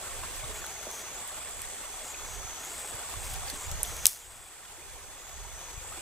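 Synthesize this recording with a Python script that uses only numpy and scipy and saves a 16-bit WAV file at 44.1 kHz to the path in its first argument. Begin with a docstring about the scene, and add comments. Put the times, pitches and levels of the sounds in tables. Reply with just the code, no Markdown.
"""A shallow creek runs over rocks in a forest: a rush of small splashes, bubbles and high plinks.
Two cicadas buzz, their tymbals ringing an abdomen that slides between a high and a low register.
Twigs crack in a small fire on the bank, dry leaves rustle, far insects trill and a breeze nudges
the microphones. One loud double snap makes the gain control duck everything; it recovers slowly."""
import sys
import numpy as np
from scipy import signal
from scipy.fft import rfft, irfft
from scipy.io import wavfile
from scipy.ndimage import uniform_filter1d

SR = 44100
rng = np.random.default_rng(int(sys.argv[2]) if len(sys.argv) > 2 else 0)


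def transcribe(signal):
    """Save signal, clipped to [-1, 1], as a 16-bit WAV file at the path in sys.argv[1]."""
    frames = np.atleast_2d(signal).T
    limited = np.clip(frames, -1, 1)
    pcm = np.round(limited * 32767).astype(np.int16)
    wavfile.write(sys.argv[1], SR, pcm)


N = 265041
TIME_S = np.arange(N) / SR
BINS_HZ = np.fft.rfftfreq(N, 1 / SR)

# creek spectrum: (frequency [Hz], relative density [dB])
WATER_SPECTRUM = [(40, -4), (190, -14), (300, -9), (450, -9.5), (800, -4.5), (1300, -6.5), (2000, -7.5),
                  (2900, -8.5), (4200, -10.5), (6000, -11.5), (10000, -11), (13000, -15), (15500, -19)]
# breaking twigs: (time [s], energy as level over 1 ms [dB], low edge [Hz], left minus right [dB])
TWIG_SNAPS = [(.6645, -32, 2500, -2), (0.913, -34, 4000, -7), (1.2767, -35, 7000, 0),
              (1.6185, -29, 2500, -4), (2.6495, -36, 8000, -2), (3.337, -34, 7000, 0),
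              (3.501, -30, 2500, -2), (3.7146, -30, 3000, -3), (3.8317, -15.5, 7100, -3.5),
              (3.967, -33.5, 4000, -1), (4.0556, -7, 2200, 3), (4.0671, 2, 6200, -10.5)]


def creek(mean_flow_db=0.67, surge_db=0.62, surge_hz=0.42):
    """Rush and babble surge with the flow; large bubbles and high plinks stand out."""
    # large bubbles: (time [s], relative level [dB], pitch [Hz])
    bubbles = [(.234, -30.5, 1034), (.493, -39.5, 434), (.641, -31.5, 1450), (.868, -34, 642),
               (.872, -43, 381), (2.845, -36, 833), (3.139, -36, 1124), (3.525, -42, 285),
               (3.918, -40, 461), (4.778, -39, 353), (5.448, -35, 923), (5.844, -35.5, 830),
               (5.973, -40.5, 365)]
    # short, high ringing plinks: drips, and a pair near 3.5 s that may be a ringing twig
    # (time [s], relative level [dB], pitch [Hz])
    plinks = [(0.2349, -35.5, 2740), (0.4424, -33, 3700), (2.1435, -32, 2560), (3.483, -29, 4740),
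              (3.4987, -25.5, 4490), (3.8486, -28.5, 3500), (4.6523, -33, 3383)]
    flow = gain_of(mean_flow_db + surge_db * drift(surge_hz))
    near = single_rings(bubbles, trim_db=-1.5, cycles=6.0, rise=0.062, burst_gain=0.57)
    near += single_rings(plinks, trim_db=-2, cycles=11, rise=0.071, burst_gain=0.29)
    water = (rush() + babble()) * flow + near
    return delay_right(water, lag_s=4.3e-5) * gain_of([[-.4], [.4]])


def rush(level_db=-44, patchy_db=2.0, flicker_db=0.98):
    """White water: countless small splashes, patchy in the gurgle and smoother in the hiss."""
    frames, hz = N // 128 + 5, np.fft.rfftfreq(512, 1 / SR)
    # stereo coherence of the water: (frequency [Hz], correlation [0..1])
    coherence = [(100, 0.78), (300, 0.66), (700, 0.9), (1400, 0.74), (3100, 0.5), (6000, 0.052),
                 (15000, 0.04)]
    left_re, left_im, other_re, other_im, patches = rng.standard_normal((5, frames, len(hz)))
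    patches = unit_rms(uniform_filter1d(uniform_filter1d(patches, size=12, axis=0), size=3, axis=1))
    flicker = unit_rms(uniform_filter1d(rng.standard_normal(frames), size=5))[:, None]
    shared = np.clip(log_interp(coherence, hz), 0, 1)
    left = left_re + 1j * left_im
    right = shared * left + np.sqrt(1 - shared ** 2) * (other_re + 1j * other_im)
    shape_db = log_interp(WATER_SPECTRUM, hz) + patchy_db * patches / (1 + hz / 5000)
    spectra = np.array([left, right]) * gain_of(shape_db + flicker_db * flicker)
    _, noise = signal.istft(spectra.transpose(0, 2, 1), nperseg=512, noverlap=384)
    return gain_of(level_db) * unit_rms(noise[:, :N])


def babble(bubbles_per_s=560, level_db=-51.5, pitches=40):
    """Small bubbles swarm behind the rocks; a few are much louder than the rest."""
    out = np.zeros(N)
    for hz in np.geomspace(360, 2500, pitches):
        births = np.zeros(N)
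        at = rng.integers(0, N, int(bubbles_per_s * N / SR / pitches))
        excess_db = 3.9 * np.minimum(rng.exponential(1, len(at)), 3)
        births[at] = gain_of(excess_db + log_interp(WATER_SPECTRUM, hz))
        ring = rising_ring(hz, cycles=rng.uniform(4, 12), rise=.06 * rng.random())
        out += signal.oaconvolve(births, ring)[:N] * np.sqrt(hz)
    return gain_of(level_db) * unit_rms(out)


def single_rings(events, trim_db, cycles, rise, burst_gain):
    """Plops or plinks: each a short ring with a burst of noise, for a bubble its splash."""
    out = np.zeros(N)
    for start_s, db, hz in events:
        ring = rising_ring(hz / (1 + rise), cycles, rise)
        burst = unit_rms(bandpass(rng.standard_normal(len(ring)), hz * 0.51, hz * 1.5))
        burst *= np.exp(-np.linspace(0, 5, len(ring)))
        add(out, start_s, gain_of(db + trim_db) * (ring + burst_gain * burst))
    return out


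def rising_ring(hz, cycles, rise):
    """Damped tone that climbs like a bubble nearing the surface; cycles and rise per decay time."""
    age = np.arange(0, 5, hz / cycles / SR)
    ring = np.sin(2 * np.pi * cycles * (age + rise * age ** 2 / 2))
    return ring * np.exp(-age) * (1 - np.exp(-age / 0.098))


def cicadas(lead_s=.58, growth_db_per_s=0.72):
    """Two cicadas to the right; the farther sings the same phrases early and grows louder."""
    near = cicada(*song(TIME_S), click_hz=422.0, lag_s=-4.9e-5, wet_db=-5.0)
    far = cicada(*song(TIME_S + lead_s), click_hz=435.0, lag_s=-3.6e-5, wet_db=-3.5)
    return gain_of(-3) * near + gain_of(-12.5 + growth_db_per_s * TIME_S) * far


def song(time_s, taut_hz=8026, slack_hz=6263, slack_db=-44.9, tiring_db_per_s=1.2):
    """Level and body resonance follow abdominal tension: quick climb, tiring hold, slower sag."""
    # phrases: (tightens [s], slackens [s], relative level [dB])
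    phrases = [(-.4, 0.5, -41), (1.07, 2.02, -41), (2.6, 3.57, -41), (4.12, 5.14, -42), (5.74, 8.5, -41)]
    tighten_s, sag_s = .16, .14
    swell_db, swell_lead_s, swell_s = 2.2, .11, .08  # the low note swells before each climb
    level_db, body_hz = slack_db, slack_hz
    for start_s, end_s, db in phrases:
        age_s = time_s - start_s
        sag = np.exp(-(np.maximum(time_s - end_s, 0) / sag_s) ** 1.2)
        tension = np.clip(age_s / tighten_s, 0, 1) * sag
        level_db += tension * (db - tiring_db_per_s * age_s - slack_db)
        level_db += swell_db * np.exp(-((age_s + swell_lead_s) / swell_s) ** 2)
        body_hz += tension * (taut_hz - slack_hz)
    return level_db, body_hz


def cicada(level_db, body_hz, click_hz, lag_s, wet_db, rib_fade_db=3.5, ribs=5):
    """Tymbal ribs buckle in fading runs and ring the abdomen; slack is slower, less even, raspier."""
    def abdomen(x):
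        return unit_rms(bandpass(resonate(x, body_hz, width_hz=1550), 5780, 9570, order=7))

    slack = np.clip((7600 - body_hz) / 1300, 0, 1)
    jitter = (.0026 + .008 * slack) * drift(40)
    turns = np.cumsum(click_hz * (1 - .05 * slack + jitter)) / SR
    at = np.flatnonzero(np.diff(np.floor(turns)))
    rib = np.arange(len(at)) % ribs
    subsample = (np.ceil(turns[at]) - turns[at]) / (turns[at + 1] - turns[at])
    clicks = np.zeros(N)
    clicks[at], clicks[at + 1] = np.array([1 - subsample, subsample]) * gain_of(-rib_fade_db * rib)
    rasp_share = .42 + .23 * slack
    rasp = rng.standard_normal(N) * (1 + .5 * np.cos(2 * np.pi * turns / ribs))
    voice = np.sqrt(1 - rasp_share) * abdomen(clicks) + np.sqrt(rasp_share) * abdomen(rasp)
    buzz = gain_of(level_db) * unit_rms(voice)
    return delay_right(buzz, lag_s) + gain_of(wet_db) * forest(buzz, t60_s=0.19, damping_hz=12000)


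def fire(crack_s=0.00061, bend_s=0.000394, ring_db=-21, ring_s=.0035, top_hz=13800, wet_db=-12.0):
    """Each twig breaks with a sharp crack and a brief splintering tail; the trees echo it."""
    def at_level(x, db):
        return x * gain_of(db) * np.sqrt(SR / 1000) / np.linalg.norm(x)

    age_s = TIME_S[:SR // 40]
    direct, radiated = np.zeros((2, N)), np.zeros(N)
    decay = np.exp(-age_s / crack_s)
    # bending waves carry the treble out first, so the crack sweeps down
    sweep = np.sin(2 * np.pi * 17000 * bend_s * np.log(1 + age_s / bend_s)) * decay
    fibres = 0.89 * decay + gain_of(ring_db) * np.exp(-age_s / ring_s)
    onset = 1 - np.exp(-age_s / .00012)
    for start_s, db, low_hz, balance_db in TWIG_SNAPS + ember_ticks():
        fracture = onset * (sweep + fibres * rng.standard_normal(len(age_s)))
        crack = bandpass(fracture, low_hz, top_hz, order=3)
        add(direct, start_s, at_level(crack, db) * gain_of(balance_db * np.array([[.5], [-.5]])))
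        # summed over all directions the crack has an even spectrum
        pulse = bandpass(signal.unit_impulse(len(age_s)), low_hz, top_hz, order=1)
        add(radiated, start_s, at_level(pulse, db))
    return direct + gain_of(wet_db) * forest(radiated, t60_s=.36, damping_hz=14000)


def ember_ticks(ticks_per_s=1.5, level_db=-42, spread_db=3, low_hz=5500):
    """Faint snaps at random times, as rows like TWIG_SNAPS."""
    draws = rng.random((int(ticks_per_s * N / SR), 2))
    return [(when * N / SR, level_db + spread_db * (2 * size - 1), low_hz, 0) for when, size in draws]


def splinter(level_db=-21, hz=12090, t60_s=.045):
    """A splinter thrown off by the last, loudest snap rings briefly."""
    age_s = np.maximum(TIME_S - TWIG_SNAPS[-1][0], 0)
    return gain_of(level_db - 60 * np.minimum(age_s / t60_s, 10)) * np.sin(2 * np.pi * hz * age_s)


def breeze(buffet_hz=75, buffet_s=0.016):
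    """Low turbulence, independent at each microphone, with a few distinct shoves."""
    # buffets of air: (time [s], left [dB], right [dB])
    buffets = [(0.434, -33, -43), (2.94, -53, -32), (3.167, -48, -29), (3.325, -39, -30), (3.714, -28, -32),
               (5.771, -30, -41.5)]
    eddies = bandpass(rng.standard_normal((2, N)), 22.7, 78.7)
    out = unit_rms(bandpass(eddies, 8.2, 164)) * wind_strength()
    age_s = TIME_S[:int(buffet_s * SR)]
    shove = np.sin(2 * np.pi * buffet_hz * age_s) * np.hanning(len(age_s))
    for start_s, left_db, right_db in buffets:
        add(out, start_s, gain_of([[left_db], [right_db]]) * shove)
    return out


def wind_strength(lull_left_db=-58.5, lull_right_db=-55.5):
    """Gusts swell and fade over a steady lull, adding in power."""
    # gusts: (centre [s], length [s], left [dB], right [dB])
    gusts = [(.18, 0.21, -45.5, -44.5), (0.49, 0.31, -50, -41), (1.64, .15, -55, -47),
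             (2.38, 0.32, -60, -41), (3.355, 0.41, -42.5, -38), (3.736, 0.17, -36.5, -35.5),
             (3.96, 0.43, -46, -40.5), (4.338, .25, -42, -53), (4.95, 0.48, -49, -43),
             (5.453, 0.3, -43, -39.5), (5.806, 0.4, -42, -47)]
    power = gain_of([[lull_left_db], [lull_right_db]]) ** 2
    for centre_s, length_s, left_db, right_db in gusts:
        swell = np.exp(-(2 * (TIME_S - centre_s) / length_s) ** 2)
        power = power + (gain_of([[left_db], [right_db]]) * swell) ** 2
    return np.sqrt(power)


def leaves(grain_db=3):
    """Stirred dry leaves give clumps of tiny crackles."""
    # rustles: (time [s], length [s], level [dB])
    rustles = [(0.329, 0.11, -48), (0.904, 0.13, -53), (2.627, 0.25, -51), (3.068, 0.084, -47),
               (3.213, 0.18, -45.5), (3.462, 0.065, -43), (3.768, 0.069, -49)]
    out = np.zeros((2, N))
    for start_s, length_s, db in rustles:
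        n = int(length_s * SR)
        grains = rng.standard_normal((2, n)) * gain_of(grain_db * drift(500)[:n])
        crackle = unit_rms(bandpass(grains, 1800, 11000, order=1))
        add(out, start_s, gain_of(db) * crackle * signal.windows.tukey(n, .5))
    return out


def far_insects(hz=3440, width_hz=120, level_db=-59.5, waver_db=1.2):
    """Distant insects blur into one narrow, wavering band."""
    trill = unit_rms(resonate(rng.standard_normal(N), hz, width_hz) * gain_of(waver_db * drift(13)))
    echo = forest(trill, t60_s=0.34, damping_hz=9100)
    return gain_of(level_db) * (delay_right(trill, lag_s=3e-5) + .5 * echo)


def forest(x, t60_s, damping_hz):
    """Scatter from trunks and leaves: sparse decaying taps, independent per channel."""
    age_s = TIME_S[:SR // 2]
    shape = (2, len(age_s))
    taps = rng.standard_normal(shape) * (rng.random(shape) < .15) * (age_s > .004)
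    tail = bandpass(taps * gain_of(-60 * age_s / t60_s), 200, damping_hz, order=1)
    return signal.fftconvolve(x[None], tail / np.linalg.norm(tail[0]), axes=1)[:, :N]


def centre_treble(pair, corner_hz=4500, depth=.92):
    """At times the treble draws to the centre: the right channel's crossfades to the left's."""
    # spans of centred treble: (start [s], end [s])
    spans = [(.53, .61), (.92, 1.03), (2.03, 2.13), (2.26, 2.38), (2.59, 2.92), (3.19, 3.35), (3.53, 3.68),
             (3.85, 4.5)]
    gate = sum(1. * ((TIME_S > start_s) & (TIME_S < end_s)) for start_s, end_s in spans)
    treble = irfft(rfft(pair) / (1 + (corner_hz / (BINS_HZ + 1)) ** 24), N)
    return pair + depth * uniform_filter1d(gate, size=900) * (treble[0] - treble)


def gain_of(db):
    return 10 ** (np.asarray(db) / 20)


def unit_rms(x):
    return x / np.sqrt(np.mean(x ** 2) + 1e-20)


def log_interp(points, hz):
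    knots_hz, values = np.transpose(points)
    return np.interp(np.log(hz + 1), np.log(knots_hz + 1), values)


def add(mix, start_s, sound):
    part = mix[..., max(round(start_s * SR), 0):][..., :sound.shape[-1]]
    part += sound[..., :part.shape[-1]]


def bandpass(x, low_hz, high_hz, order=2):
    edges_hz = [min(low_hz, high_hz / np.sqrt(2)), high_hz]
    return signal.sosfilt(signal.butter(order, edges_hz, "band", fs=SR, output="sos"), x)


def drift(rate_hz):
    """Low-passed noise, rms 1."""
    return unit_rms(irfft(rfft(rng.standard_normal(N)) * np.exp(-(BINS_HZ / rate_hz) ** 2), N))


def resonate(x, hz, width_hz):
    """Two-stage resonance; hz may vary per sample."""
    carrier = np.exp(2j * np.pi * np.cumsum(hz * np.ones(N)) / SR)
    pole = np.exp(-np.pi * width_hz / SR)
    baseband = signal.lfilter([(1 - pole) ** 2], [1, -2 * pole, pole * pole], x * carrier.conj())
    return 2 * (carrier * baseband).real


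def delay_right(x, lag_s):
    """The right microphone hears the sound lag_s after the left."""
    return irfft(rfft(x) * np.exp(-2j * np.pi * BINS_HZ * lag_s * np.array([[0], [1]])), N)


def scene():
    """Everything heard from the bank."""
    return centre_treble(creek() + cicadas() + far_insects() + fire() + splinter() + leaves()) + breeze()


def record(dry, threshold_db=-29, slope=0.78, recovery_db_per_s=3.5, attack_s=0.013, edge_hz=15600):
    """Gain control that falls fast and recovers slowly, full-scale clipping, then a low-pass."""
    def smooth(x, tau_s):
        pole = np.exp(-1 / (tau_s * SR))
        return signal.lfilter([1 - pole], [1, -pole], x)

    power_db = 10 * np.log10(smooth((dry ** 2).mean(0), 0.033) + 1e-12)
    demand_db = slope * np.maximum(power_db - threshold_db, 0)
    recovery_db = TIME_S * recovery_db_per_s
    held_db = np.maximum.accumulate(demand_db + recovery_db) - recovery_db
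    duck_db = smooth(smooth(held_db, attack_s / 2), attack_s / 2)
    clipped = np.clip(dry * gain_of(-duck_db), -1, 1)
    lowpass = signal.firwin(255, edge_hz, window=("kaiser", 8), fs=SR)
    return signal.oaconvolve(clipped, lowpass[None], "same")


dry = scene()
out = record(dry)
transcribe(out)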